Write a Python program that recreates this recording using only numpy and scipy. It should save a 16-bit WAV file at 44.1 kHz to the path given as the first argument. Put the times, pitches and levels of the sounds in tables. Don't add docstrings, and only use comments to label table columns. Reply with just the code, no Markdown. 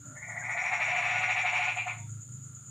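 import sys
import numpy as np
from scipy import signal
from scipy.fft import rfft, irfft, next_fast_len
from scipy.io import wavfile
from scipy.ndimage import uniform_filter1d

SR = 44100
rng = np.random.default_rng(int(sys.argv[2]) if len(sys.argv) > 2 else 0)


def waveform_to_disk(signal):
    frames = np.transpose(np.atleast_2d(signal))
    scaled = np.clip(frames, -1, 1) * 32767
    samples = np.round(scaled).astype(np.int16)
    wavfile.write(sys.argv[1], SR, samples)


N = 119070

# (frequency [Hz], gain [dB])
AIR_EQ = [(25, -15), (120, 17.5), (300, -0.5), (500, -10.5), (1000, -18), (2200, -17.5), (3600, -18.5),
          (5000, -23), (10000, -24), (15500, -38.5)]
# (time [s], firing rate [Hz], level [dB])
ENGINE_IDLE = [(0, 27.8, -53), (.1, 27.6, -50), (.2, 26.5, -56), (.46, 29.2, -50.5), (.7, 28.2, -61),
               (.9, 28, -54.5), (1.2, 28.1, -49), (1.36, 28, -64), (1.85, 28.5, -59.5), (1.97, 28, -49),
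               (2.01, 26.4, -46), (2.17, 27, -46), (2.25, 28, -54), (2.3, 23.4, -47.5), (2.39, 26.4, -45.5),
               (2.54, 25.5, -49), (2.6, 25.2, -55), (2.7, 28, -52)]
# (frequency [Hz], gain [dB])
EXHAUST_EQ = [(28, -35), (56, -32.5), (85, -10.5), (105, 2.5), (124, 9), (142, 1.5), (170, -7),
              (200, -16.5), (240, -19), (310, -22), (420, -37), (700, -66)]
# (time [s], level [dB])
EXHAUST_BOOM = [(0, -73), (.3, -52.5), (.7, -69.5), (1.0, -58), (1.35, -51.5), (1.7, -52.5), (1.95, -46),
                (2.02, -43.5), (2.19, -41.5), (2.25, -65.5), (2.7, -76)]
# (frequency [Hz], gain [dB])
WING_EQ = [(5000, -71.5), (5950, -30.5), (6350, -10.5), (6600, -6), (6950, 2.5), (7200, -3.5),
           (7500, -11.5), (8100, -21.5), (9000, -30), (9600, -58.5), (12500, -57), (13700, -32.5),
           (15000, -46.5)]
# (time [s], pitch [Hz], level [dB])
TONE_GLIDE = [(0.0, 287, -66.5), (.06, 289.6, -59.5), (.11, 269, -52.5), (.145, 235, -61.5),
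              (.19, 233, -80)]
# (start [s], hold [s], pitch [Hz], level [dB])
FAR_TRILLS = [(0.0, 0.13, 1363, -56.5), (0.048, 0.37, 625, -63.5), (2.061, 0.1, 1350, -62.5),
              (2.283, 0.39, 1315, -67.5)]
# (start [s], rasp level [dB], body level [dB], throat resonance [Hz], time to release [s])
CROAK_NOTES = [(.151, -50, -63.5, 1946, 0.033), (0.216, -44, -60.5, 2080, 0.027),
               (0.285, -42, -54, 2018, 0.022), (0.357, -41.5, -52.5, 2033, 0.0095),
               (0.425, -38, -51, 2107, 0.034), (.488, -35, -45.5, 2116, 0.036),
               (.567, -33.5, -44.5, 2136, 0.019), (0.634, -33.5, -42, 2160, 0.047),
               (0.716, -32.5, -39.5, 2190, 0.029), (.797, -31.5, -40, 2190, 0.029),
               (0.862, -31, -41, 2196, 0.059), (0.948, -31, -41, 2207, 0.044),
               (1.023, -32.5, -40.5, 2245, 0.034), (1.085, -31, -42.5, 2197, 0.03),
               (1.138, -31.5, -40.5, 2223, 0.051), (1.213, -31, -39.5, 2197, 0.03),
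               (1.288, -31, -41.5, 2203, 0.025), (1.361, -31, -40, 2236, 0.033),
               (1.448, -30.5, -40, 2280, 0.033), (1.53, -30.5, -39, 2297, 0.05),
               (1.605, -32, -41, 2290, 0.044), (1.671, -34.5, -43, 2316, 0.022),
               (1.768, -36, -46, 2433, 0.027), (1.873, -38, -44.5, 2314, 0.014)]
# (time [s], treble [dB re rasp], whistle [dB re rasp], rasp bandwidth [Hz])
THROAT_TRACK = [(.15, -35, -39, 453), (.42, -31, -31.5, 600), (.6, -23, -22.5, 786),
                (.85, -19.5, -26, 1054), (1.3, -18.5, -26, 1080), (1.66, -18, -28.5, 1112),
                (1.77, -19.5, -49, 950), (1.9, -19, -52, 891.7)]
# (frequency [Hz], gain [dB])
BODY_EQ = [(400, -46), (480, -22), (600, -6), (730, 1.5), (860, 4), (1020, -2.5), (1150, 1), (1450, -2),
           (1700, -4), (2100, -4.5), (2500, -36.5), (3000, -57)]
# (frequency [Hz], gain [dB])
TREBLE_EQ = [(2000, -25), (2700, 0), (3100, -2), (3600, -.5), (4100, -3), (4400, -11), (4700, -12),
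             (5100, -20), (6500, -24), (9500, -42)]
# (centre [s], level [dB], pitch [Hz])
SAC_KNOCKS = [(.3, -49.5, 706), (.365, -46.5, 688), (.42, -46.5, 726), (.49, -44, 727), (.565, -40.5, 695),
              (.638, -39.5, 730.7), (.724, -37.5, 747.4), (.806, -38, 714), (.885, -38.5, 696),
              (.943, -38.5, 720), (.994, -37.5, 713), (1.07, -38.5, 717), (1.12, -42, 731),
              (1.165, -40.5, 734), (1.212, -36.5, 736.6), (1.3, -31.5, 742), (1.37, -37.5, 729),
              (1.451, -32.5, 739), (1.532, -35.5, 724), (1.601, -34.5, 731), (1.685, -35.5, 735),
              (1.776, -34, 735), (1.873, -37, 735.2)]
# (time [s], tone share of power [0-1], length [s])
KNOCK_SHAPE = [(.3, .1, .09), (.7, .4, .095), (1.1, .45, .08), (1.4, .8, .054), (1.9, .85, .046)]
# (start [s], length [s], pitch [Hz], level [dB])
CROAK_SQUEAKS = [(.366, 0.029, 1985, -35.5), (.406, 0.037, 1584, -42.5), (1.9, 0.15, 716, -55.5),
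                 (1.93, 0.18, 920, -61), (1.94, 0.19, 3520, -71.5)]
# (frequency [Hz], left over right [dB])
CROAK_BALANCE = [(850, 0), (1150, 1.3), (1600, 3.5), (2100, 1.8), (2700, .4), (4000, 0)]

PIPE_DELAY_CYCLES = .0364
CHIRP_FIRST_S, CHIRP_PERIOD_S, TOOTH_HZ, CRICKET_BED_DB = .048, .1133, 413.7, -4.5
THIN_HZ, THIN_PERIOD_S, THIN_PEAK_S = 8756, .18, .14
FOLD_HZ, FOLD_LOG_SPREAD, BREATH_GAIN = 240, .18, .62
SOFT_ATTACK_S, FIRM_ATTACK_S, FIRM_FROM_S = .01, .0021, .45
BODY_LEAD_S, WHISTLE_LAG_S, WHISTLE_HZ = .0087, .012, 5730
WALL_DELAY_S, WALL_GAIN = .0069, .4
ROOM_SPLIT_HZ, LOW_T60_S, HIGH_T60_S, ROOM_BUILD_S = 2000, .32, .28, .003
TOP_HZ = 15500


def undb(db):
    return 10 ** (np.asarray(db) / 20)


def level(x, db):
    return x * undb(db) / np.sqrt(np.mean(x ** 2) + 1e-20)


def curve(t, table, col):
    rows = np.array(table, float)
    return np.interp(t, rows[:, 0], rows[:, col])


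def eq_gain(eq, n):
    rows = np.array(eq, float)
    bins_hz = np.arange(n // 2 + 1) * SR / n
    return undb(np.interp(np.log(bins_hz + 1), np.log(rows[:, 0]), rows[:, 1]))


def colour(x, eq):
    n = 2 * next_fast_len(len(x))
    cepstrum = irfft(np.log(eq_gain(eq, n)))
    cepstrum[1:n // 2] *= 2
    cepstrum[n // 2 + 1:] = 0
    return irfft(rfft(x, n) * np.exp(rfft(cepstrum)))[:len(x)]


def shade(x, eq):
    n = 2 * next_fast_len(len(x))
    return irfft(rfft(x, n) * eq_gain(eq, n))[:len(x)]


def resonate(x, hz, width_hz):
    b, a = signal.iirpeak(hz, hz / width_hz, fs=SR)
    return signal.lfilter(b, a, signal.lfilter(b, a, x))


def band(x, hz, width_hz):
    edges_hz = [hz - width_hz / 2, hz + width_hz / 2]
    return signal.sosfilt(signal.butter(4, edges_hz, "band", fs=SR, output="sos"), x)


def pulses(n, hz, jitter_cycles, scatter_db):
    phase = np.cumsum(np.full(n, float(hz))) / SR
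    count = int(phase[-1]) + 1
    chance = rng.standard_normal((n // 16, 2))[:count]
    at = np.interp(np.arange(count) + .5 + jitter_cycles * chance[:, 0], phase, np.arange(n))
    inside = (at > 0) & (at < n - 1)
    at, size = at[inside], undb(scatter_db * chance[inside, 1])
    out = np.zeros(n)
    np.add.at(out, at.astype(int), size * (1 - at % 1))
    np.add.at(out, at.astype(int) + 1, size * (at % 1))
    return level(out, 0)


def envelope(t, attack_s, hold_s, release_s):
    return np.clip(t / attack_s, 0, 1) * np.exp(-np.maximum(t - attack_s - hold_s, 0) / release_s)


def swell(t, length_s):
    return np.sin(np.pi * np.clip(t / length_s, 0, 1)) ** 2


def add(out, x, start_s):
    i = max(int(start_s * SR), 0)
    out[i:i + len(x)] += x[:max(len(out) - i, 0)]


def room(x, wet_db):
    t, noise = np.arange(SR) / SR, rng.standard_normal(SR)
    low = signal.sosfiltfilt(signal.butter(2, ROOM_SPLIT_HZ, fs=SR, output="sos"), noise)
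    tail = low * undb(-60 * t / LOW_T60_S) + (noise - low) * undb(-60 * t / HIGH_T60_S)
    tail *= 1 - np.exp(-t / ROOM_BUILD_S)
    wet = signal.fftconvolve(x, tail / np.linalg.norm(tail))[:N]
    return (x + undb(wet_db) * wet) / np.sqrt(1 + undb(2 * wet_db))


def air():
    dull = level(colour(rng.standard_normal(N), AIR_EQ), db=-56.5)
    return dull + level(rng.standard_normal((2, N)), db=-70)


def engine(t):
    firing_hz = curve(t, ENGINE_IDLE, col=1)
    cycles = np.cumsum(firing_hz) / SR
    harmonics = np.arange(2, 13)[:, None]
    phases = 2 * np.pi * (harmonics * cycles - PIPE_DELAY_CYCLES * harmonics ** 2)
    partials = undb(curve(harmonics * firing_hz, EXHAUST_EQ, col=1)) * np.sin(phases)
    rumble = level(shade(rng.standard_normal(N), EXHAUST_EQ), db=-14.5)
    throb = level(partials.sum(axis=0), 0) + rumble
    boom = np.sqrt(2) * np.cos(2 * np.pi * (4 * cycles - PIPE_DELAY_CYCLES * 4 ** 2))
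    return throb * undb(curve(t, ENGINE_IDLE, col=2)) + boom * undb(curve(t, EXHAUST_BOOM, col=1))


def cricket(t):
    chirp = envelope((t - CHIRP_FIRST_S) % CHIRP_PERIOD_S, attack_s=.007, hold_s=.022, release_s=.03)
    teeth = pulses(N, TOOTH_HZ, jitter_cycles=.25, scatter_db=-1.5) + 2.1 * rng.standard_normal(N)
    return level(colour(teeth * np.hypot(chirp, undb(CRICKET_BED_DB)), WING_EQ), db=-50.5)


def thin_insect(t):
    throb = 1 + .4 * np.cos(2 * np.pi * (t - THIN_PEAK_S) / THIN_PERIOD_S)
    clicks = pulses(N, hz=700, jitter_cycles=.46, scatter_db=1)
    wing = resonate(clicks * throb, THIN_HZ, width_hz=250)
    return level(band(wing, hz=8680, width_hz=640), db=-68)


def low_tone(t):
    phase = 2 * np.pi * np.cumsum(curve(t, TONE_GLIDE, col=1)) / SR
    return np.sqrt(2) * np.sin(phase) * undb(curve(t, TONE_GLIDE, col=2)) * (t < TONE_GLIDE[-1][0])


def far_trills(t):
    rattle = room(pulses(N, hz=90, jitter_cycles=.148, scatter_db=-5.5), wet_db=10.5)
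    out = np.zeros(N)
    for start_s, hold_s, hz, db in FAR_TRILLS:
        trill = level(resonate(rattle, hz, width_hz=.18 * hz), db)
        out += trill * envelope(t - start_s, .0092, hold_s, release_s=.057)
    return out


def folds(n):
    hz = FOLD_HZ * np.exp(FOLD_LOG_SPREAD * rng.standard_normal())
    return pulses(n, hz, jitter_cycles=.2, scatter_db=.8) + BREATH_GAIN * rng.standard_normal(n)


def rasps():
    t = np.arange(SR // 10) / SR
    body, rasp, whistle = np.zeros((3, N))
    whistle_gate = envelope(t, attack_s=.015, hold_s=.028, release_s=.014)
    for start_s, rasp_db, body_db, hz, on_s in CROAK_NOTES:
        treble_db, whistle_db, band_hz = (curve(start_s, THROAT_TRACK, col) for col in (1, 2, 3))
        source = folds(len(t))
        attack_s = SOFT_ATTACK_S if start_s < FIRM_FROM_S else FIRM_ATTACK_S
        burst = source * envelope(t, attack_s, on_s - attack_s, release_s=.022)
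        throat = band(resonate(burst, hz, width_hz=607), hz, band_hz)
        peep = resonate(source * whistle_gate, WHISTLE_HZ, width_hz=480)
        add(body, level(colour(burst, BODY_EQ), body_db), start_s - BODY_LEAD_S)
        add(rasp, level(throat, rasp_db), start_s)
        add(rasp, level(colour(burst, TREBLE_EQ), rasp_db + treble_db), start_s)
        add(whistle, level(peep, rasp_db + whistle_db), start_s + WHISTLE_LAG_S)
    add(body, WALL_GAIN * body, WALL_DELAY_S)
    return room(body + rasp, wet_db=2) + room(whistle, wet_db=-7)


def knocks():
    t, out = np.arange(SR // 10) / SR, np.zeros(N)
    for centre_s, db, hz in SAC_KNOCKS:
        purity, length_s = (curve(centre_s, KNOCK_SHAPE, col) for col in (1, 2))
        tone = np.sqrt(purity) * level(np.sin(2 * np.pi * hz * t), 0)
        rattle = np.sqrt(1 - purity) * level(resonate(folds(len(t)), hz, width_hz=122), 0)
        add(out, undb(db) * swell(t, length_s) * (tone + rattle), centre_s - length_s / 2)
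    return room(out, wet_db=-9)


def squeaks():
    t, out = np.arange(SR // 4) / SR, np.zeros(N)
    for start_s, length_s, hz, db in CROAK_SQUEAKS:
        wander_hz = .033 * hz * level(uniform_filter1d(rng.standard_normal(len(t)), size=120), 0)
        tone = np.sin(2 * np.pi * np.cumsum(hz + wander_hz) / SR)
        add(out, level(tone, db) * swell(t, length_s), start_s)
    return out


def croak():
    call = rasps() + knocks() + squeaks()
    return np.array([shade(call, [(hz, side * db / 2) for hz, db in CROAK_BALANCE]) for side in (1, -1)])


def scene():
    t = np.arange(N) / SR
    return croak() + cricket(t) + thin_insect(t) + far_trills(t) + engine(t) + low_tone(t) + air()


def record(dry):
    return signal.sosfilt(signal.ellip(10, .1, 70, TOP_HZ, fs=SR, output="sos"), dry)


dry = scene()
out = record(dry)
waveform_to_disk(out)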